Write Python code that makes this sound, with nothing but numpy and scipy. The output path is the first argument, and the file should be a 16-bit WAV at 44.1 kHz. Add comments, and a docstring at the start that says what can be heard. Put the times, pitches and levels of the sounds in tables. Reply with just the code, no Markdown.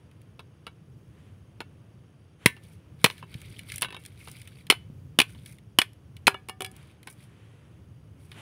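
"""Outdoors, a green bamboo branch knocks lightly and is dragged; then a machete chops it on a wooden block.
Each blow is a burst of cracking fibres, a block thud and the fading tones of the hollow stem.
Between blows the branch scrapes (uneven noise), splinters and rattles on the block.
At the end the cut piece hums, bounces on dry ground with its own tones, and a hand reaches in as a soft swish.
Hiss and rumble run throughout, and the close microphone's input overloads on the hardest blows."""
import sys
import numpy as np
from scipy import signal
from scipy.fft import rfft, irfft, next_fast_len
from scipy.io import wavfile
from scipy.ndimage import uniform_filter1d

SR = 44100
rng = np.random.default_rng(int(sys.argv[2]) if len(sys.argv) > 2 else 0)


def output_pcm(signal):
    """Save a mono or channel-first signal as 16-bit PCM at the path in sys.argv[1].

    Samples are clipped to [-1, 1] before scaling.
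    """
    pcm = np.clip(np.atleast_2d(signal).T, -1, 1) * 32767
    wavfile.write(sys.argv[1], SR, np.round(pcm).astype(np.int16))


N = 370864
TIME = np.arange(N) / SR  # seconds through the scene
HIT_S, ATTACK_S = 0.4, 0.005  # length of one hit; its opening part, which sets its level
AGE = np.arange(int(HIT_S * SR)) / SR  # seconds since a hit began

# The blade breaks on through and the stem slaps the block:
# start_s, force_db, knock_db and thud_db (both against the force)
FOLLOW_THROUGHS = [(3.049, -18, -15, -8.5), (3.0599, -21.5, -3.5, -17), (4.7082, -15, -12, -19),
                   (4.722, -29, 2.5, -10.5), (5.2002, -11.5, -10.5, -15.5), (5.215, -20.5, -12.5, -17.5),
                   (5.8159, -20, -10, -25.5), (6.2738, -18, -7, -9.5), (6.278, -13.5, 3, -5)]
# The branch scrapes over block and soil: start_s, length_s, rasp_db, sand_db (against the rasp)
SCRAPES = [(2.63, .11, -66, -1.5), (3.017, 0.18, -59, -3), (3.306, 0.31, -57.5, -5.5),
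           (3.696, 0.057, -49.5, -2.5), (3.997, .14, -65, -3), (4.202, 0.2, -56.5, -2.5),
           (4.457, 0.15, -62, -5.5), (5.291, .02, -58.5, -1), (5.385, 0.0098, -64.5, -3.5),
           (5.466, .05, -59, 0.5), (6.759, .16, -66, -6), (7.09, .02, -64, 5), (7.2, 0.037, -65, 0),
           (8.201, 0.2, -70, 1)]
# Tones of the hollow stem at the first chops, also used for taps:
# pitch_hz, level_db (relative), t60_s (time to fade by 60 dB)
STEM_MODES = [(377, -15, 0.19), (974, -2, 0.094), (1140, -10.5, 0.088), (1530, -4, 0.13),
              (1776, -9.5, 0.31), (2010, -21, .25), (2236, 0.5, 0.11), (2690, 3, 0.12), (2980, -4, 0.11),
              (3380, -11.5, .08), (3350, -10, .12), (3870, -8, .13), (3780, -8.5, 0.11), (4730, -17, .1),
              (9825, -19, .12)]
# Tone colour of a dull knock: frequency_hz, level_db (relative)
KNOCK_COLOUR = [(200, -28), (420, -2), (600, -9.5), (800, -5), (1020, -1), (1400, -5), (1800, -12),
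                (3000, -45.5)]
# Tone colour of bright snaps, also used for sand: frequency_hz, level_db (relative)
SNAP_COLOUR = [(3000, -34), (5500, -5), (7000, -9.5), (8500, -2), (9800, 5), (11000, -7), (13000, -6.5),
               (15000, -8), (16500, -20)]


def undb(db):
    """Turn decibels into a gain."""
    return 10 ** (np.asarray(db) / 20)


def unit(x):
    """Scale to an rms (average strength) of 1."""
    return x / np.sqrt(np.mean(x ** 2))


def attack_level(x, db):
    """Scale a hit so that its first milliseconds have this rms level."""
    attack = x[:int(ATTACK_S * SR)]
    return x * undb(db) / np.sqrt(np.mean(attack ** 2))


def fade(t60):
    """Die away smoothly, by 60 dB in t60 seconds."""
    return np.exp(-np.log(1000) * AGE / max(t60, 1 / SR))


def onset(rise_s):
    """Build up smoothly from silence at the start of a hit."""
    return 1 - np.exp(-AGE / rise_s)


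def sine(hz):
    """A steady tone over the length of a hit."""
    return np.sin(2 * np.pi * hz * AGE)


def add(out, s, x):
    """Mix x into out from time s."""
    start = int(s * SR)
    out[start:start + len(x)] += x[:len(out) - start]


def colour(x, points):
    """Filter through (Hz, dB) points without any sound ahead of the input."""
    size = 2 * next_fast_len(len(x) // 2 + 2048)
    hz, db = np.transpose(points)
    freqs = np.maximum(np.arange(size // 2 + 1) * SR / size, 1)
    gain = undb(np.interp(np.log(freqs), np.log(hz), db))
    # Folding the cepstrum forward in time gives a minimum-phase filter
    cepstrum = irfft(np.log(gain))
    cepstrum[1:size // 2] *= 2
    cepstrum[size // 2 + 1:] = 0
    return irfft(rfft(x, size) * np.exp(rfft(cepstrum)))[:len(x)]


def ring(modes, scatter_db=1.0, detune=0.005):
    """Fading tones; each strike meets them at another spot, so levels and pitches vary a little."""
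    chance = rng.standard_normal((len(modes), 2))
    total = np.zeros(len(AGE))
    for k, ((hz, db, t60), (level_chance, pitch_chance)) in enumerate(zip(modes, chance)):
        gain = (-1) ** k * undb(db + scatter_db * level_chance)
        total += gain * fade(t60) * sine(hz * (1 + detune * pitch_chance))
    return total


def walk(rate):
    """Slow random wander, about rate new values a second, with a spread near 1."""
    hold = int(SR / rate)
    steps = np.repeat(rng.standard_normal(N // hold + 1), hold)
    return unit(uniform_filter1d(uniform_filter1d(steps, hold), hold)[:N])


def chops():
    """Each chop bites, and all but the first break on through; once the blade rings free."""
    # Blade bites into the stem: start_s, force_db, knock_db and thud_db (against the force),
    # wall_hz, block_hz (pitches), ring_db (stem)
    bites = [(2.4592, -7.5, -12.5, -4, 2080, 174.9, -24.5), (3.0426, -8, -7, -7.5, 2186, 190, -30.5),
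             (4.7005, -10, -8.5, -10.5, 2940, 350, -38.5), (5.188, -12, -10, -8, 2940, 280, -41),
             (5.7867, -9, -8, -11, 2950, 330, -37.5), (6.269, -14, -16.5, -20, 2510, 400, -46)]
    # Tones of the blade: pitch_hz, level_db (relative), t60_s
    blade_modes = [(2990, 0, .25), (5313, -18, .1)]
    split_wall_hz, follow_ring_db = 2450, -36  # pitch of the opened wall; ring of the stem
    edge_grip_t60_s = 0.3  # the embedded edge damps the stem

    out = np.zeros(N)
    for s, force_db, knock_db, thud_db, wall_hz, block_hz, ring_db in bites:
        stroke = blow(force_db, knock_db, thud_db, wall_hz, block_hz, snap_db=-9, bark_db=-5.5, t60=0.019)
        add(out, s, stroke + stem_ring(s, ring_db))
    for s, force_db, knock_db, thud_db in FOLLOW_THROUGHS:
        # The latest bite tells which spot of the block is struck
        block_hz = [hz for start, *_, hz, _ in bites if start < s][-1]
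        stroke = blow(force_db, knock_db, thud_db, split_wall_hz, block_hz, snap_db=-11, bark_db=-7, t60=0.022)
        add(out, s, stroke + stem_ring(s, follow_ring_db) * fade(edge_grip_t60_s))
    add(out, 4.7005, attack_level(ring(blade_modes, detune=0.001), -37))  # the blade springs free of the cut
    return out


def blow(force_db, knock_db, thud_db, wall_hz, block_hz, snap_db, bark_db, t60):
    """One stroke of the edge: the wall cracks and barks at its own pitch, fibres snap, the block thuds."""
    bark = fade(1.1 * t60) * onset(0.0014) * sine(wall_hz)
    wall = crack(0, t60, bite_s=0.001) + attack_level(bark, bark_db) + snap(snap_db, 0.98 * t60, bite_s=0.00092)
    knock = fracture(KNOCK_COLOUR, knock_db, 0.86 * t60, bite_s=0.00055)
    body = knock + attack_level(thud(block_hz), thud_db)
    return undb(force_db) * (wall + body)


def crack(db, t60, bite_s):
    """Breaking fibres and the wall tones that they kick."""
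    # Tone colour of the breaking: frequency_hz, level_db (relative)
    crack_colour = [(900, -41.5), (1600, -8.5), (2200, 1), (2900, -2.5), (3600, -3.5), (4300, -7),
                    (5300, -14), (7000, -26.5), (12000, -51.5)]
    # Stiff, quickly damped tones of the wall under the edge: pitch_hz, level_db (relative),
    # t60_s (before the further fade below)
    wall_modes = [(1760, -10.5, 0.12), (2204, 0.5, 0.031), (2343, -4.5, .04), (2700, -6, 0.037),
                  (2970, -1.5, 0.047), (3260, 0.5, .04), (3610, -1, 0.02), (4130, -9, 0.054),
                  (5070, -11, 0.042), (5030, -17.5, 0.011)]
    kick = ring(wall_modes, scatter_db=4.5, detune=0.016) * fade(4 * t60) * onset(bite_s)
    return fracture(crack_colour, db - 3.5, t60, bite_s) + attack_level(kick, db - 6)


def snap(db, t60, bite_s):
    """The bright edge of a break; short splinters zing at high pitches."""
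    # Tones of short fibres: pitch_hz, level_db (relative), t60_s (before the further fade below)
    fibre_modes = [(6890, -7, .025), (8600, -7.5, 0.023), (9400, -5.5, 0.011), (9360, 4.5, 0.027),
                   (10800, -3.5, 0.023), (10660, 0, 0.042), (11500, -6.5, 0.02), (12000, -10, .02),
                   (15400, -6.5, 0.022)]
    zing = ring(fibre_modes, scatter_db=6.0, detune=0.013) * fade(3 * t60)
    return fracture(SNAP_COLOUR, db - 1, t60, bite_s) + attack_level(zing, db - 5.0)


def fracture(points, db, t60, bite_s=0.001):
    """A noise burst of breaking fibres: it builds while the edge bites, then dies away."""
    burst = rng.standard_normal(len(AGE)) * fade(t60) * onset(bite_s)
    return attack_level(colour(burst, points), db)


def thud(hz, t60=0.014):
    """A heavy body gives a few quickly damped swings, with a weaker overtone."""
    # The block radiates little deep bass: frequency_hz, level_db (relative)
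    block_colour = [(30, -34.5), (60, -15), (110, -2.5), (500, 4), (1200, -11.5), (3000, -36.5)]
    swing = sine(hz) + undb(-12.0) * sine(2.4 * hz)
    return colour(fade(t60) * swing, block_colour)


def stem_ring(s, db):
    """The stem rings on, with the tones of the spot struck at time s."""
    # Tones of the stem where the later chops strike: pitch_hz, level_db (relative), t60_s
    later_spot_modes = [(376, -16, .19), (700, -6, 0.15), (984, -0.5, 0.11), (1520, -1.5, 0.16),
                        (1740, -9, 0.098), (2099, -2.5, .078), (2400, 0, .05), (3020, -0.5, .06),
                        (3370, -9.5, .065), (3880, -6, .06), (4640, -19, .09), (9500, -18.5, .1)]
    later_spot_s = 4.5  # from here on the chops strike the later spot
    modes = STEM_MODES if s < later_spot_s else later_spot_modes
    return attack_level(ring(modes, scatter_db=2.5, detune=0.0051), db)


def taps():
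    """The branch knocks on blade or block and touches again once, more weakly."""
    # Light knocks: start_s, strength_db, hardness_db, ring_db (against the strength)
    knocks = [(0.393, -42.5, 1, -9.5), (.667, -37, 1, -10), (1.6043, -33.5, 0.5, -12.5),
              (2.566, -51.5, 2, -4.5), (3.1, -34.5, 4.5, -14), (3.2261, -44.5, -4.5, -3.5),
              (3.8198, -28.5, 5.5, -7), (3.827, -27.5, 5.5, -20), (3.846, -33.5, 1.5, -1.5),
              (4.2742, -43.5, -0.5, -10), (5.348, -54.5, 4, -8), (7.0723, -39.5, 3, -12),
              (8.316, -46.5, 7, -24)]
    rebound_s, rebound_db = 0.0095, -9.5  # delay and strength of the second touch
    out = np.zeros(N)
    for s, db, hardness_db, ring_db in knocks:
        add(out, s, tap(db, hardness_db, ring_db))
        add(out, s + rebound_s, tap(db + rebound_db, hardness_db, ring_db))
    return out


def tap(db, hardness_db, ring_db):
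    """A light contact of the held branch, ringing with the hollow stem's tones."""
    return contact(db, hardness_db, ring_db, -18, STEM_MODES, t60=0.025, grip_t60=0.32)


def contact(db, hardness_db, ring_db, snap_db, modes, t60, grip_t60):
    """A light contact: the harder, the more click and the less body; the piece rings, damped by what holds it."""
    click = crack(-2.65, t60, bite_s=0.00014) + snap(snap_db, 1.1 * t60, bite_s=0.00034)
    knock = fracture(KNOCK_COLOUR, -2.06, 1.56 * t60, bite_s=0.00045)
    body = knock + attack_level(thud(237), -11)
    tone = attack_level(ring(modes, scatter_db=6, detune=0.012) * fade(grip_t60), ring_db)
    return undb(db) * (undb(hardness_db) * click + undb(-hardness_db) * body + tone)


def rattle(count):
    """The sprung branch chatters on the block at an even rate, swelling and dying."""
    start_s, gap_s, peak_s = 3.8848, 0.0201, 3.945
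    peak_db, slope_db_per_s = -40, 107  # strength at the peak; drop away from it on both sides
    out = np.zeros(N)
    for s in start_s + gap_s * np.arange(count):
        db = peak_db - slope_db_per_s * abs(s - peak_s)
        add(out, s, tap(db, hardness_db=2, ring_db=-2.5))
    return out


def cut_piece():
    """The last break-through frees the piece and sets its air column humming; the piece also bounces."""
    # Bounces: start_s, strength_db, hardness_db, ring_db (against the strength)
    bounces = [(6.3438, -42.5, -9.5, 4.5), (6.4863, -39, 1.5, -11), (6.495, -35, 0, -5),
               (6.6059, -34.5, 1.5, 0), (6.62, -33.5, 2.5, -20), (6.6463, -38.5, 5.5, 0.5),
               (6.662, -46.5, 6, -18)]
    # Air column and wall of the piece: pitch_hz, level_db (relative), t60_s (before the contact's damping)
    piece_modes = [(385, 0, 0.2), (753, -5.5, 0.32), (960, -21, 0.057), (1210, -10, 0.33), (1683, -3, 0.21),
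                   (1800, -2, 0.16), (2310, 10.5, 0.11), (2250, 0, 0.1), (2880, 10, 0.078),
                   (3106, -23, 0.083), (3400, 2, 0.1), (4400, -13, .07), (4996, -16, 0.14)]
    # Air column of the piece while it flies free: pitch_hz, level_db (relative), t60_s
    hum_modes = [(390, -4, .28), (760, 2.5, .33), (1222, -11.5, 0.23), (1663, -3, 0.24)]
    gritty_snap_db = -5.5  # gritty soil gives a brighter edge than a tap

    out = np.zeros(N)
    for s, db, hardness_db, ring_db in bounces:
        add(out, s, contact(db, hardness_db, ring_db, gritty_snap_db, piece_modes, t60=0.016, grip_t60=1.8))
    landing = np.clip((0.3 - AGE) / 0.078, 0, 1)  # the ground stops the hum
    hum = ring(hum_modes, scatter_db=6.0) * landing
    add(out, FOLLOW_THROUGHS[-1][0], attack_level(hum, -35.5))
    return out


def splinters():
    """Splinters break at set times, and small ones at random times during the scrapes."""
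    # Splinters, from faint ticks to loud snaps, at set times: start_s, strength_db, brightness_db
    placed_splinters = [(.113, -64.5, -4.5), (.216, -63, 0), (3.341, -47, -6), (3.5916, -43, -3),
                        (3.6994, -43.5, -5), (3.719, -38, -2.5), (3.759, -40.5, 6), (3.781, -37, 2),
                        (3.811, -42, 3), (3.82, -32.5, 9), (4.051, -48, -3), (4.0605, -45.5, 1),
                        (4.3146, -53, 6), (4.416, -48.5, -1.5), (4.474, -49, -4), (4.6676, -51, -3),
                        (5.46, -47, -2), (5.5847, -58, -4), (5.932, -63, 0.5), (6.1667, -51.5, -3.5),
                        (6.7149, -58.5, 6), (6.7643, -56, 4), (7.03, -54, -2.5), (7.072, -46.5, 2.5),
                        (7.1004, -53.5, 4)]
    small_per_s, over_drag_db, spread_db = 7.3, 6, 3.5  # rate, strength over the rasp, spread either way
    out = np.zeros(N)
    for s, db, brightness_db in placed_splinters:
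        add(out, s, splinter(db, brightness_db))
    for start, length, rasp_db, _ in SCRAPES:
        for place, size, thinness in rng.random((round(small_per_s * length), 3)):
            db = rasp_db + over_drag_db + spread_db * (2 * size - 1)
            add(out, start + place * length, splinter(db, 7 * thinness - 5))
    return out


def splinter(db, brightness_db):
    """One fibre snaps without ringing the stem; thin ones are brighter."""
    dull = crack(db - brightness_db, 0.024, bite_s=0.0004)
    bright = snap(db + brightness_db, 0.012, bite_s=0.00036)
    return dull + bright


def dragging():
    """The branch scrapes in uneven slips; the moving contact rasps now one wall resonance, now another."""
    # Bands in which the rubbed wall rasps: centre_hz, width_hz (roughly, after both filter passes),
    # level_db (relative, middle of its wander)
    rasp_bands = [(1510, 410, -5.5), (2230, 290, 0), (2470, 630, -0.5), (3175, 830, -0.5),
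                  (3670, 660, -5.5), (4500, 360, -6.5), (5900, 2400, -14)]
    slips = grit(rate=230, spread_db=5.5, smooth=0.6)
    rub = np.zeros(N)
    for hz, width, db in rasp_bands:
        source = 0.83 * slips + grit(rate=130, spread_db=4.5, smooth=0.36)
        rub += undb(db + 1.7 * walk(30)) * band(source, hz, width)
    rub = unit(rub)
    sand = unit(colour(slips + grit(rate=400, spread_db=8.5, smooth=0.8), SNAP_COLOUR))
    out = np.zeros(N)
    for start, length, rasp_db, sand_db in SCRAPES:
        out += undb(rasp_db) * scrape_shape(start, length) * (rub + undb(sand_db) * sand)
    return out


def grit(rate, spread_db, smooth):
    """Tiny slips of uneven size, each a few milliseconds long, over a smooth rub; rate is slips a second."""
    size_db = spread_db * np.minimum(rng.exponential(size=N), 3.5)
    slips = (rng.random(N) < rate / SR) * undb(size_db)
    # Each slip's pressure fades with a time constant of 2.2 ms
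    pressure = signal.lfilter([1], [1, -np.exp(-1 / (0.0022 * SR))], slips)
    return unit((unit(pressure) + smooth) * rng.standard_normal(N))


def band(x, hz, width):
    """One resonance, applied twice for steep sides."""
    b, a = signal.iirpeak(hz, hz / (1.5 * width), fs=SR)  # wider, as the second pass narrows it
    once = signal.lfilter(b, a, x)
    return unit(signal.lfilter(b, a, once))


def scrape_shape(start, length):
    """A scrape takes hold, stays and lets go."""
    attack_s, release_s = 0.017, 0.03  # time constants
    before = np.minimum(TIME - start, 0)
    after = np.maximum(TIME - start - length, 0)
    return np.exp(before / attack_s - after / release_s)


def handling():
    """Hand, arm and blade slide softly past as swelling noise; the branch bumps dully as a short low tone."""
    # Soft swishes: middle_s, half_length_s, level_db (middle of its wander)
    swishes = [(1.227, 0.12, -65.5), (2.443, 0.041, -58), (6.78, 0.12, -61), (7.454, 0.33, -65.5),
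               (8.388, 0.04, -48.5)]
    # Tone colour of a swish: frequency_hz, level_db (relative)
    swish_colour = [(300, 3), (700, -1.5), (1300, -1), (1800, 0.5), (3200, -1.5), (5000, -19.5),
                    (10000, -14), (16000, -37)]
    # Dull bumps as the branch is shifted: start_s, level_db, pitch_hz
    bumps = [(3.352, -32, 145), (3.505, -40, 126), (4.9, -40, 190)]
    swell = sum(undb(db) * np.exp(-((TIME - s) / half) ** 2) for s, half, db in swishes)
    out = swell * undb(walk(23)) * unit(colour(rng.standard_normal(N), swish_colour))
    for s, db, hz in bumps:
        add(out, s, attack_level(fade(0.045) * sine(hz), db))
    return out


def yard(x, near_db, near_t60, far_db, far_t60):
    """Quick scatter from the ground and nearby things, and a faint later wash, made from fading noise."""
    # Tone colour of the reflections: frequency_hz, level_db (relative)
    yard_colour = [(100, -2.5), (400, -3), (1200, 2), (3000, 1), (6000, -2.5), (10000, 1), (16000, 0)]
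    noise = colour(rng.standard_normal(len(AGE)), yard_colour) * (1 - np.exp(-(AGE / 0.006) ** 2))
    near, far = noise * fade(near_t60), noise * fade(far_t60)
    response = undb(near_db) * near / np.linalg.norm(near) + undb(far_db) * far / np.linalg.norm(far)
    return x + signal.fftconvolve(x, response)[:N]


def background():
    """Outdoor hiss, wavering slightly, with faint whines, and a low, wavering rumble."""
    # Tone colour of the hiss: frequency_hz, level_db (relative)
    air_colour = [(120, -22.5), (200, -3), (300, -0.5), (520, -7), (790, -14.5), (1200, -15), (2000, -20.5),
                  (3100, -20), (4100, -31), (6500, -40), (8300, -36), (9800, -28), (11000, -44),
                  (16000, -47.5)]
    # Thin, faint whines in the hiss: pitch_hz
    whine_pitches = [4750, 5570, 6390, 9900]
    # Tone colour of the rumble: frequency_hz, level_db (relative)
    rumble_colour = [(20, -26.5), (45, -18), (70, -6), (105, 1.5), (160, -4.5), (250, -18.5), (500, -30.5),
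                     (1000, -53.5)]
    # Course of the rumble: time_s, level_db (before the 3 dB lift and the waver below)
    rumble_course = [(0.0, -56.5), (1.47, -54.5), (2.06, -59.5), (2.53, -54.5), (3.35, -55), (3.51, -49.5),
                     (4.07, -54), (4.97, -49), (5.48, -53.5), (6.47, -52.5), (7.0, -56.5), (8.41, -54.5)]

    air_db = -62.5 + 0.7 * walk(3.7)
    air = unit(colour(rng.standard_normal(N), air_colour)) * undb(air_db)
    whine = sum(walk(500) * np.sin(2 * np.pi * hz * TIME) for hz in whine_pitches)
    rumble_db = 3 + np.interp(TIME, *np.transpose(rumble_course)) + 1.7 * walk(7.7)
    rumble = undb(rumble_db) * unit(colour(rng.standard_normal(N), rumble_colour))
    return air + undb(-81.5) * unit(whine) + rumble


def scene():
    """The hits echo in the open yard; the soft sounds are added without echo."""
    hits = chops() + taps() + rattle(count=5) + cut_piece() + splinters()
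    soft = dragging() + handling() + background()
    echoing = yard(hits, near_db=-19.5, near_t60=0.085, far_db=-34.5, far_t60=0.33)
    return (echoing + soft)[None]


def record(dry):
    """The input flattens the hardest blows; the deepest bass and the top are cut."""
    top_hz = 15700
    clipped = dry / (1 + dry ** 8) ** (1 / 8)
    thinned = signal.sosfilt(signal.butter(2, 45, "high", fs=SR, output="sos"), clipped)
    return signal.sosfilt(signal.ellip(10, 0.2, 90, top_hz, fs=SR, output="sos"), thinned)


dry = scene()
out = record(dry)
output_pcm(out)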